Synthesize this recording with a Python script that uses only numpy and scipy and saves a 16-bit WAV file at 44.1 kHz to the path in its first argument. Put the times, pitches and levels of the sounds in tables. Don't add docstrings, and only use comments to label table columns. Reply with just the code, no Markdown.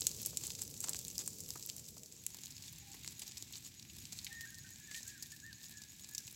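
import sys
import numpy as np
from scipy import signal
from scipy.fft import rfft, irfft
from scipy.io import wavfile
from scipy.ndimage import uniform_filter1d

SR = 44100
rng = np.random.default_rng(int(sys.argv[2]) if len(sys.argv) > 2 else 0)


def unload_audio(sound):
    columns = np.transpose(np.atleast_2d(sound))
    steps = np.round(np.clip(columns, -1, 1) * 32767)
    wavfile.write(sys.argv[1], SR, steps.astype(np.int16))


N = 280035
TIME = np.arange(N) / SR

# (low edge [Hz], high edge [Hz])
FUEL_BANDS = [(350, 1900), (1900, 4300), (4300, 8800), (8800, 16000)]
# (time [s], blades [dB], stalks [dB])
BURN_LEVELS = [(0.0, -50, -61), (0.41, -51.5, -59.5), (0.65, -53, -64), (1.08, -53, -63),
               (1.2, -51.5, -65.5), (1.68, -53, -62), (2.0, -58, -69.5), (2.19, -57.5, -64.5),
               (2.33, -58.5, -64), (3.27, -57.5, -62), (3.43, -56, -61.5), (3.82, -61, -66.5),
               (4.05, -55, -63), (4.3, -57, -62), (4.65, -58.5, -65.5), (5.06, -57, -65),
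               (5.48, -60.5, -66.5), (6.35, -58.5, -66.5)]
# (time [s], blades energy [dB], brightness [dB], woody thud energy [dB],
# share of splintering after the crack [0-1], ring [Hz])
LOUD_POPS = [(.0079, -16.5, 6, -50, 0.1, 7700), (.019, -15, -7.5, -33.5, 0.2, 4300),
             (0.048, -26, -3, -53, 0, 7700), (0.0686, -3.5, 0.5, -34, .22, 7200),
             (.2172, -27.5, 13, -55, .3, 13500), (.2608, -14, 8, -43, 0.2, 11100),
             (0.3302, -46, 2, -31, 0.9, 600), (.372, -11, 2, -64, .24, 6700),
             (0.437, -19.5, 2, -33.5, .4, 7500), (.4688, -22, 9, -53, 0.3, 7600),
             (.504, -19.5, -8, -41, 0.3, 5760), (.551, -21, -3, -56, 0.5, 6000),
             (0.6187, -16, 4.5, -43, 0.14, 6940), (0.8043, -17, 3.5, -58, 0.3, 7940),
             (0.8402, -13, -3, -26, 1, 8200), (0.8851, -18, -5, -30, 0.03, 7800),
             (.8932, -12, 3, -41, 0.25, 9000), (0.9327, -17, -5, -48, 0.02, 7500),
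             (0.946, -20.5, -2.5, -26.5, 0.13, 2760), (0.957, -23, -4, -47, 0.1, 7800),
             (.99, -20, 3.5, -46, 0.2, 4700), (1.0501, -22.5, -1, -59, 0.1, 4200),
             (1.0817, -19, 1, -67, 0.2, 7900), (1.1807, -12.5, 0, -42, 0, 5340),
             (1.1904, -14.5, -4, -33, 0.65, 6950), (1.2765, -14.5, 2, -33, .15, 7840),
             (1.405, -22, 3.5, -55, 0.3, 7350), (1.5051, -16.5, 0, -39, 0.1, 4940),
             (1.556, -36, 0, -26, 0.25, 1390), (1.626, -22, -3, -55, 0.5, 6000),
             (1.662, -31, 16.5, -62, 0, 11500), (1.6991, -18.5, -3, -58, 0.09, 3070),
             (1.7653, -26, 6.5, -54.5, 0, 7800), (1.9676, -31, -1, -35, 0.7, 590),
             (2.034, -27, -1, -70, 0, 7040), (2.2651, -15, 7, -43, 0, 6940),
             (2.3455, -26.5, 4.5, -35.5, 0.2, 4830), (2.4353, -24.5, 0, -42, 0.5, 6800),
             (2.458, -25, 4, -60, 0.04, 6570), (2.623, -27.5, 1.5, -54, 0.97, 4970),
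             (2.68, -29, -2, -54, .7, 3480), (2.7273, -37, 13, -62, 0.07, 15500),
             (2.9424, -35, 2, -32, 0.99, 2070), (3.0462, -28, 1, -36, 0.2, 2140),
             (3.0769, -20, -1, -37.5, 0.05, 8100), (3.1931, -23.5, 4, -58, 1, 10000),
             (3.218, -21, 0, -39, 0.96, 7800), (3.2778, -25.5, 2, -59, 0.5, 5300),
             (3.3708, -23.5, -2, -57, 0.7, 5400), (3.4246, -21.5, 0.5, -38, 0.1, 6650),
             (3.5341, -30, -9, -62, 1, 3970), (3.556, -30, -9, -47, .2, 5700),
             (3.797, -32.5, -5, -65, 0.2, 4040), (3.899, -35, -7.5, -55, 0.6, 3040),
             (4.054, -26, -5, -57, 0.1, 7450), (4.1282, -29.5, 0, -43, 0.9, 4000),
             (4.1886, -23, -5, -59, 0.3, 4300), (4.2456, -21.5, 4, -62, 0.6, 4100),
             (4.2665, -27, -10.5, -46, 1, 2250), (4.409, -23.5, 0.5, -57, 0.3, 1800),
             (4.913, -26, -4.5, -37, .87, 1797), (4.9454, -27.5, -12.5, -47, 0.6, 2300),
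             (5.0774, -25.5, 8, -57, 0.99, 7500), (5.2249, -19, 2.5, -45, 0.92, 5360),
             (5.321, -29, 0, -51, .68, 7700), (5.529, -29.5, -3, -51, 0.37, 4430),
             (5.8183, -27.5, -1, -45, 0.48, 5170), (6.0455, -28, -4, -46, 0.44, 7480),
             (6.1485, -17, -0.5, -43, .95, 6400), (6.1804, -14.5, -0.5, -62, 0.66, 5600),
             (6.278, -26, -3, -45, 0.2, 2580)]
# (time of peak [s], half length [s], level before voice trim [dB], woody crunch [dB])
TUFT_FLURRIES = [(0.114, 0.008, -52, -77), (0.2, 0.023, -51.5, -76), (.446, .018, -49.5, -73),
                 (.593, 0.0039, -44.5, -65), (0.619, .01, -49, -63.5), (.885, 0.035, -56, -62),
                 (1.209, 0.012, -46.5, -63.5), (1.694, 0.0037, -42.5, -67), (2.44, 0.013, -61, -79),
                 (2.663, 0.022, -55.5, -80), (3.228, 0.0081, -51, -64), (3.273, 0.0071, -50, -73),
                 (3.56, 0.018, -54.5, -74), (3.661, 0.019, -53, -72), (4.127, 0.0033, -47, -68),
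                 (4.18, 0.01, -52.5, -79), (4.965, 0.027, -50, -79), (5.102, 0.025, -57, -85)]
# (frequency [Hz], relative density [dB per Hz])
CRACKLE_SPECTRUM = [(300, 4), (520, -14), (900, -9.5), (1400, -15.5), (2000, -14.5), (2550, -9.5),
                    (3400, -7), (4800, -0.5), (6300, 3.5), (7700, 5.5), (8600, -4.5), (9400, -7.5),
                    (10800, -2), (15800, -3.5)]
# (frequency [Hz], relative density [dB per Hz])
ROAR_SPECTRUM = [(20, -38), (36, -39), (50, -7.5), (66, -2.5), (108, 2), (160, -2), (210, -4), (320, -12.5),
                 (460, -30), (800, -57.5)]
# (time [s], level [dB])
ROAR_LEVELS = [(0.0, -54), (0.03, -57), (1.55, -60), (1.68, -68), (1.71, -62), (2.0, -61), (2.03, -66.5),
               (2.71, -61), (3.77, -63), (4.05, -60), (4.07, -62), (6.35, -65)]
# (frequency [Hz], relative density [dB per Hz])
RUSH_SPECTRUM = [(200, -14.5), (340, -7), (450, -1), (580, -10), (720, -18.5), (1100, -31)]
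# (time [s], level [dB])
RUSH_LEVELS = [(0, -63), (.8, -66.5), (1.4, -67), (1.6, -70), (1.85, -70.5), (2.15, -74), (2.5, -85),
               (6.35, -94)]
# (frequency [Hz], relative density [dB per Hz])
FAR_SPECTRUM = [(1100, -27), (1650, -5.5), (2050, -4.5), (2400, -0.5), (3100, -7.5), (3900, 1),
                (5200, -14.5), (9000, -41)]
# (time [s], level [dB])
FAR_LEVELS = [(0, -82), (2.05, -79), (2.4, -68), (3.3, -66), (3.8, -70), (4.3, -63.5), (4.65, -70.5),
              (4.95, -62.5), (5.4, -69.5), (6.35, -67.5)]
# (time of middle [s], half length [s], mid pitch [Hz], level of the tone [dB])
FAR_HOOTS = [(1.783, 0.032, 645, -76), (2.039, 0.023, 640, -79), (2.89, .055, 795, -73),
             (3.289, .03, 800, -82), (4.316, 0.038, 805, -77)]
# (start [s], length [s], first pitch [Hz], middle pitch [Hz], last pitch [Hz], level [dB])
WHISTLE_NOTES = [(4.297, 0.21, 1785, 1848, 1767, -51.5), (4.454, 0.052, 1470, 1650, 1726, -63),
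                 (4.515, 0.043, 1590, 1573, 1480, -69), (4.639, 0.047, 1470, 1566, 1460, -64),
                 (4.791, 0.088, 1720, 1694, 1670, -70), (4.869, 0.075, 1877, 1714, 1715, -56),
                 (4.937, 0.062, 1682, 1854, 1793, -51.5), (5.047, .155, 1504, 1680, 1367, -62.5),
                 (5.32, 0.033, 1665, 1796, 1730, -57.5), (5.42, 0.115, 1553, 1812, 1470, -56),
                 (5.699, 0.17, 1680, 1700, 1650, -65), (6.082, 0.14, 1664, 1715, 1590, -65)]
# (delay [s], gain [dB])
TREE_ECHOES = [(0.138, -15), (.205, -17.5), (.275, -13.5)]

WOOD_UNDER_STALKS_DB, TIPS_UNDER_BLADES_DB = 12, 6
SMALL_POPS_PER_S, SMALL_POP_DB, SMALL_THUD_DB = 9.0, 25, -28
FIRST_CHIRP_S, CHIRP_GAP_S, GAP_SHRINKS_S, CHIRP_JITTER_S = 2.2, .1225, .0002, 0.0032
CUTOFF_HZ = 16100


def from_db(db):
    return 10 ** (np.asarray(db) / 20)


def unit_energy(x):
    return x / np.sqrt(np.sum(x ** 2) + 1e-20)


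def rms_one(x):
    return unit_energy(x) * np.sqrt(len(x))


def in_time(rows):
    s, *columns = np.transpose(rows)
    return [np.interp(TIME, s, c) for c in columns]


def add(out, start_s, sound):
    i = max(0, round(start_s * SR))
    out[i:i + len(sound)] += sound[:max(0, N - i)]


def through(x, response):
    return signal.oaconvolve(x, response)[:N]


def drift(corner_hz):
    step = 40
    r = np.exp(-2 * np.pi * corner_hz * step / SR)
    noise = rng.standard_normal(N // step + 2002)
    slow = signal.lfilter([1], [1, -2 * r, r * r], noise)[2000:]
    return np.interp(np.arange(N) / step, np.arange(len(slow)), rms_one(slow))


def colour(spectrum, size=8192):
    hz, db = np.transpose(spectrum)
    grid_hz = np.maximum(np.arange(size // 2 + 1) * SR / size, 1)
    grid_db = np.interp(np.log(grid_hz), np.log(hz), db)
    cepstrum = irfft(np.log(from_db(grid_db)))
    cepstrum[1:size // 2] *= 2
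    cepstrum[size // 2 + 1:] = 0
    return unit_energy(irfft(np.exp(rfft(cepstrum)))[:size // 2])


def scatter(swell_s, t60_s):
    t = np.arange(int((swell_s + t60_s) * SR)) / SR
    swell = np.minimum(t / swell_s, 1) ** 2
    return unit_energy(rng.standard_normal(len(t)) * swell * from_db(-60 * t / t60_s))


def resonate(x, hz, sharpness):
    b, a = signal.iirpeak(hz, max(sharpness, 1), fs=SR)
    return signal.lfilter(b, a, x + 1e-18)


def burning():
    blades, stalks = in_time(BURN_LEVELS)
    return np.array([stalks - WOOD_UNDER_STALKS_DB, stalks, blades, blades - TIPS_UNDER_BLADES_DB])


def ticks(per_s, spread_db, clump_db):
    born = rng.random(N) < per_s * from_db(clump_db * drift(14)) / SR
    sizes = from_db(spread_db * np.minimum(rng.exponential(1, N), 3.0))
    return rms_one(born * sizes * rng.choice([-1, 1], N))


def rustling(near, own_db, fibre_decay_s=0.0015, rustle=2.7):
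    own = rms_one(near * from_db(own_db * np.clip(rng.standard_normal(N), -1.5, 1.5)))
    trail_power = signal.lfilter([1], [1, -np.exp(-1 / (fibre_decay_s * SR))], own ** 2 + 1e-18)
    fibres = rms_one(np.sqrt(trail_power) * rng.standard_normal(N))
    return rms_one(own + rustle * fibres)


def sputter():
    flurry_power, crunch_power = np.zeros(N), np.zeros(N)
    for peak_s, half_s, level_db, crunch_db in TUFT_FLURRIES:
        bell = np.exp(-np.minimum(((TIME - peak_s) / half_s) ** 2, 60))
        flurry_power += from_db(2 * level_db) * bell
        crunch_power += from_db(2 * crunch_db) * bell
    return np.sqrt(flurry_power), np.sqrt(crunch_power)


def burst(splinter, ring_hz, crack_s=0.00037, splinter_s=0.0061, bounce_db=-13, bounce_s=0.00039,
          ring_db=10.5, sharpness=3.4):
    t = np.arange(SR // 50) / SR

    def decaying_noise(decay_s):
        return unit_energy(rng.standard_normal(len(t)) * np.exp(-t / decay_s))

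    share = np.clip(splinter, 0, 1)
    crack = unit_energy(1.3 * (t == 0) + decaying_noise(crack_s))
    fibres = decaying_noise(splinter_s)
    bounce_delay = int(rng.uniform(0.0019, .0028) * SR)
    bounce = from_db(bounce_db) * np.roll(decaying_noise(bounce_s), bounce_delay)
    snap = np.sqrt(1 - share) * crack + np.sqrt(share) * fibres + bounce
    return snap + from_db(ring_db) * resonate(snap, ring_hz, sharpness)


def small_pops(blades_db, spread_db=4.0, bright_spread_db=5.0, splinter=0.21, ring_hz=(4000, 9000)):
    wait, chance, ring, size, bright = rng.random((100, 5)).T
    s = np.cumsum(-np.log(wait)) / SMALL_POPS_PER_S
    db = np.interp(s, TIME, blades_db) + SMALL_POP_DB + spread_db * (2 * size - 1)
    bright_db = bright_spread_db * (2 * bright - 1)
    rings_hz = np.interp(ring, [0, 1], ring_hz)
    rows = np.transpose([s, db, bright_db, db + SMALL_THUD_DB, splinter * chance, rings_hz])
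    return rows[s < TIME[-1]]


def pops(voices, levels_db, stalks_db=6.5, coarse_follows=1.6, tips_db=-5.0):
    out = np.zeros(N)
    _, stalks, blades, _ = levels_db
    for s, db, bright_db, thud_db, splinter, ring_hz in [*LOUD_POPS, *small_pops(blades)]:
        i = int(s * SR)
        body_db = stalks_db + coarse_follows * (stalks[i] - blades[i])
        energies_db = (thud_db, db + body_db - bright_db, db, db + tips_db + bright_db)
        snap = burst(splinter, ring_hz)
        for voice, energy_db in zip(voices, energies_db):
            add(out, s, from_db(energy_db) * unit_energy(signal.fftconvolve(snap, voice)))
    return out


def fuel_voice(tone, low_hz, high_hz):
    high_pass = signal.butter(5, low_hz, "high", fs=SR, output="sos")
    low_pass = signal.butter(5, high_hz, "low", fs=SR, output="sos")
    return unit_energy(signal.sosfilt(np.vstack([high_pass, low_pass]), tone)[:SR // 80])


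def fire(hiss_db=(-2.5, -5, -5.5, -4.5), tick_db=(-4, -3.5, -4, -1.5), flurry_db=(0, -8, -1, -9),
         own_db=5.0):
    near = ticks(per_s=300, spread_db=7.0, clump_db=3.5)
    dense = ticks(per_s=4000, spread_db=4.5, clump_db=1.0)
    flurry, crunch = sputter()
    tone, levels_db = colour(CRACKLE_SPECTRUM), burning()
    voices = [fuel_voice(tone, low_hz, high_hz) for low_hz, high_hz in FUEL_BANDS]
    out = np.zeros(N)
    for k, voice in enumerate(voices):
        crackle = rustling(near, own_db)
        hiss = rng.standard_normal(N) * from_db(.9 * drift(25))
        bed = from_db(levels_db[k]) * (from_db(hiss_db[k]) * hiss + from_db(tick_db[k]) * crackle)
        swell = crunch if k == 0 else flurry
        out += through(bed + from_db(flurry_db[k]) * swell * dense, voice)
    return out + pops(voices, levels_db)


def flames(roar_trim_db=0.5, flutter_db=0.6):
    (roar_db,), (rush_db,) = in_time(ROAR_LEVELS), in_time(RUSH_LEVELS)
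    roar = from_db(roar_db + roar_trim_db) * through(rng.standard_normal(N), colour(ROAR_SPECTRUM))
    rush = from_db(rush_db) * through(rng.standard_normal(N), colour(RUSH_SPECTRUM))
    return (roar + rush) * from_db(flutter_db * drift(1.9))


def far_front(grain_db=-2.0):
    patter = ticks(per_s=900, spread_db=6.0, clump_db=2.5)
    (level_db,) = in_time(FAR_LEVELS)
    grainy = rms_one(rng.standard_normal(N) + from_db(grain_db) * patter)
    return from_db(level_db) * through(grainy, colour(FAR_SPECTRUM))


def hoots(sharpness=32.0, blur_db=2, fall=0.034):
    out = np.zeros(N)
    for s, half_s, hz, db in FAR_HOOTS:
        position = np.clip((TIME - s) / half_s, -7, 7)
        phase = 2 * np.pi * np.cumsum(hz * (1 - fall * position)) / SR
        tone = np.sqrt(2) * np.sin(phase)
        narrow = resonate(rng.standard_normal(N), hz, sharpness)
        blur = rms_one(resonate(narrow, hz, sharpness))
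        out += from_db(db) * (tone + from_db(blur_db) * blur) * np.exp(-position ** 2)
    return out


def chirp_times(count=35):
    k = np.arange(count)
    even_s = FIRST_CHIRP_S + CHIRP_GAP_S * k - GAP_SHRINKS_S * k ** 2 / 2
    return even_s + CHIRP_JITTER_S * rng.standard_normal(count)


def cricket(level_db=-56.8, start_hz=6250, top_hz=6780, rasp=.016, throb_hz=115.0, throb=.8):
    pitch_hz, level = np.full(N, float(top_hz)), np.zeros(N)
    for s in chirp_times():
        on = np.abs(TIME - s) < .045
        t = TIME[on] - s
        pitch_hz[on] = np.interp(t, [-.035, -.016, -.005], [start_hz, (start_hz + top_hz) / 2, top_hz])
        chirp_gain = from_db(rng.normal())
        strokes = 1 + throb * np.sin(2 * np.pi * (throb_hz * t + rng.random()))
        envelope = np.interp(t, [-.04, -.014, -.007, .007, .024], [0, .3, 1, 1, 0])
        level[on] = chirp_gain * strokes * envelope
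    phase = 2 * np.pi * np.cumsum(pitch_hz * (1 + rasp * drift(200))) / SR
    song = from_db(level_db) * level * np.sin(phase)
    return song + from_db(-31) * through(song, scatter(swell_s=0.0056, t60_s=0.038))


def whistle(waver=0.0089, shimmer_db=2.5, octave_db=-27, airy_db=-18, scrub_db=-15, trees_db=-15):
    pitch_hz, level = np.full(N, 1750.), np.zeros(N)
    for s, length_s, first_hz, middle_hz, last_hz, db in WHISTLE_NOTES:
        on = (TIME >= s) & (TIME < s + length_s)
        from_middle = np.abs(2 * (TIME[on] - s) / length_s - 1)
        end_hz = np.where(TIME[on] < s + length_s / 2, first_hz, last_hz)
        pitch_hz[on] = middle_hz + (end_hz - middle_hz) * from_middle ** 2
        level[on] = from_db(db) * np.sqrt(2) * (1 - from_middle ** 3)
    phase = 2 * np.pi * np.cumsum(pitch_hz * (1 + waver * drift(70))) / SR
    level = uniform_filter1d(level, size=300) * from_db(shimmer_db * drift(44))
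    air = drift(170) * np.sin(phase) + drift(120) * np.cos(phase)
    call = level * (np.sin(phase) + from_db(octave_db) * np.sin(2 * phase) + from_db(airy_db) * air)
    out = call + from_db(scrub_db) * through(call, scatter(swell_s=0.021, t60_s=0.21))
    out += from_db(trees_db) * through(call, scatter(swell_s=0.05, t60_s=1.0))
    for delay_s, db in TREE_ECHOES:
        add(out, delay_s, from_db(db) * call)
    return out


def scene(field_db=-16):
    crackle = fire()
    field = from_db(field_db) * through(crackle, scatter(swell_s=0.0075, t60_s=0.43))
    return (crackle + field + flames() + far_front() + hoots() + cricket() + whistle())[None]


def record(dry):
    return signal.sosfilt(signal.ellip(10, .1, 60, CUTOFF_HZ, fs=SR, output="sos"), dry)


dry = scene()
out = record(dry)
unload_audio(out)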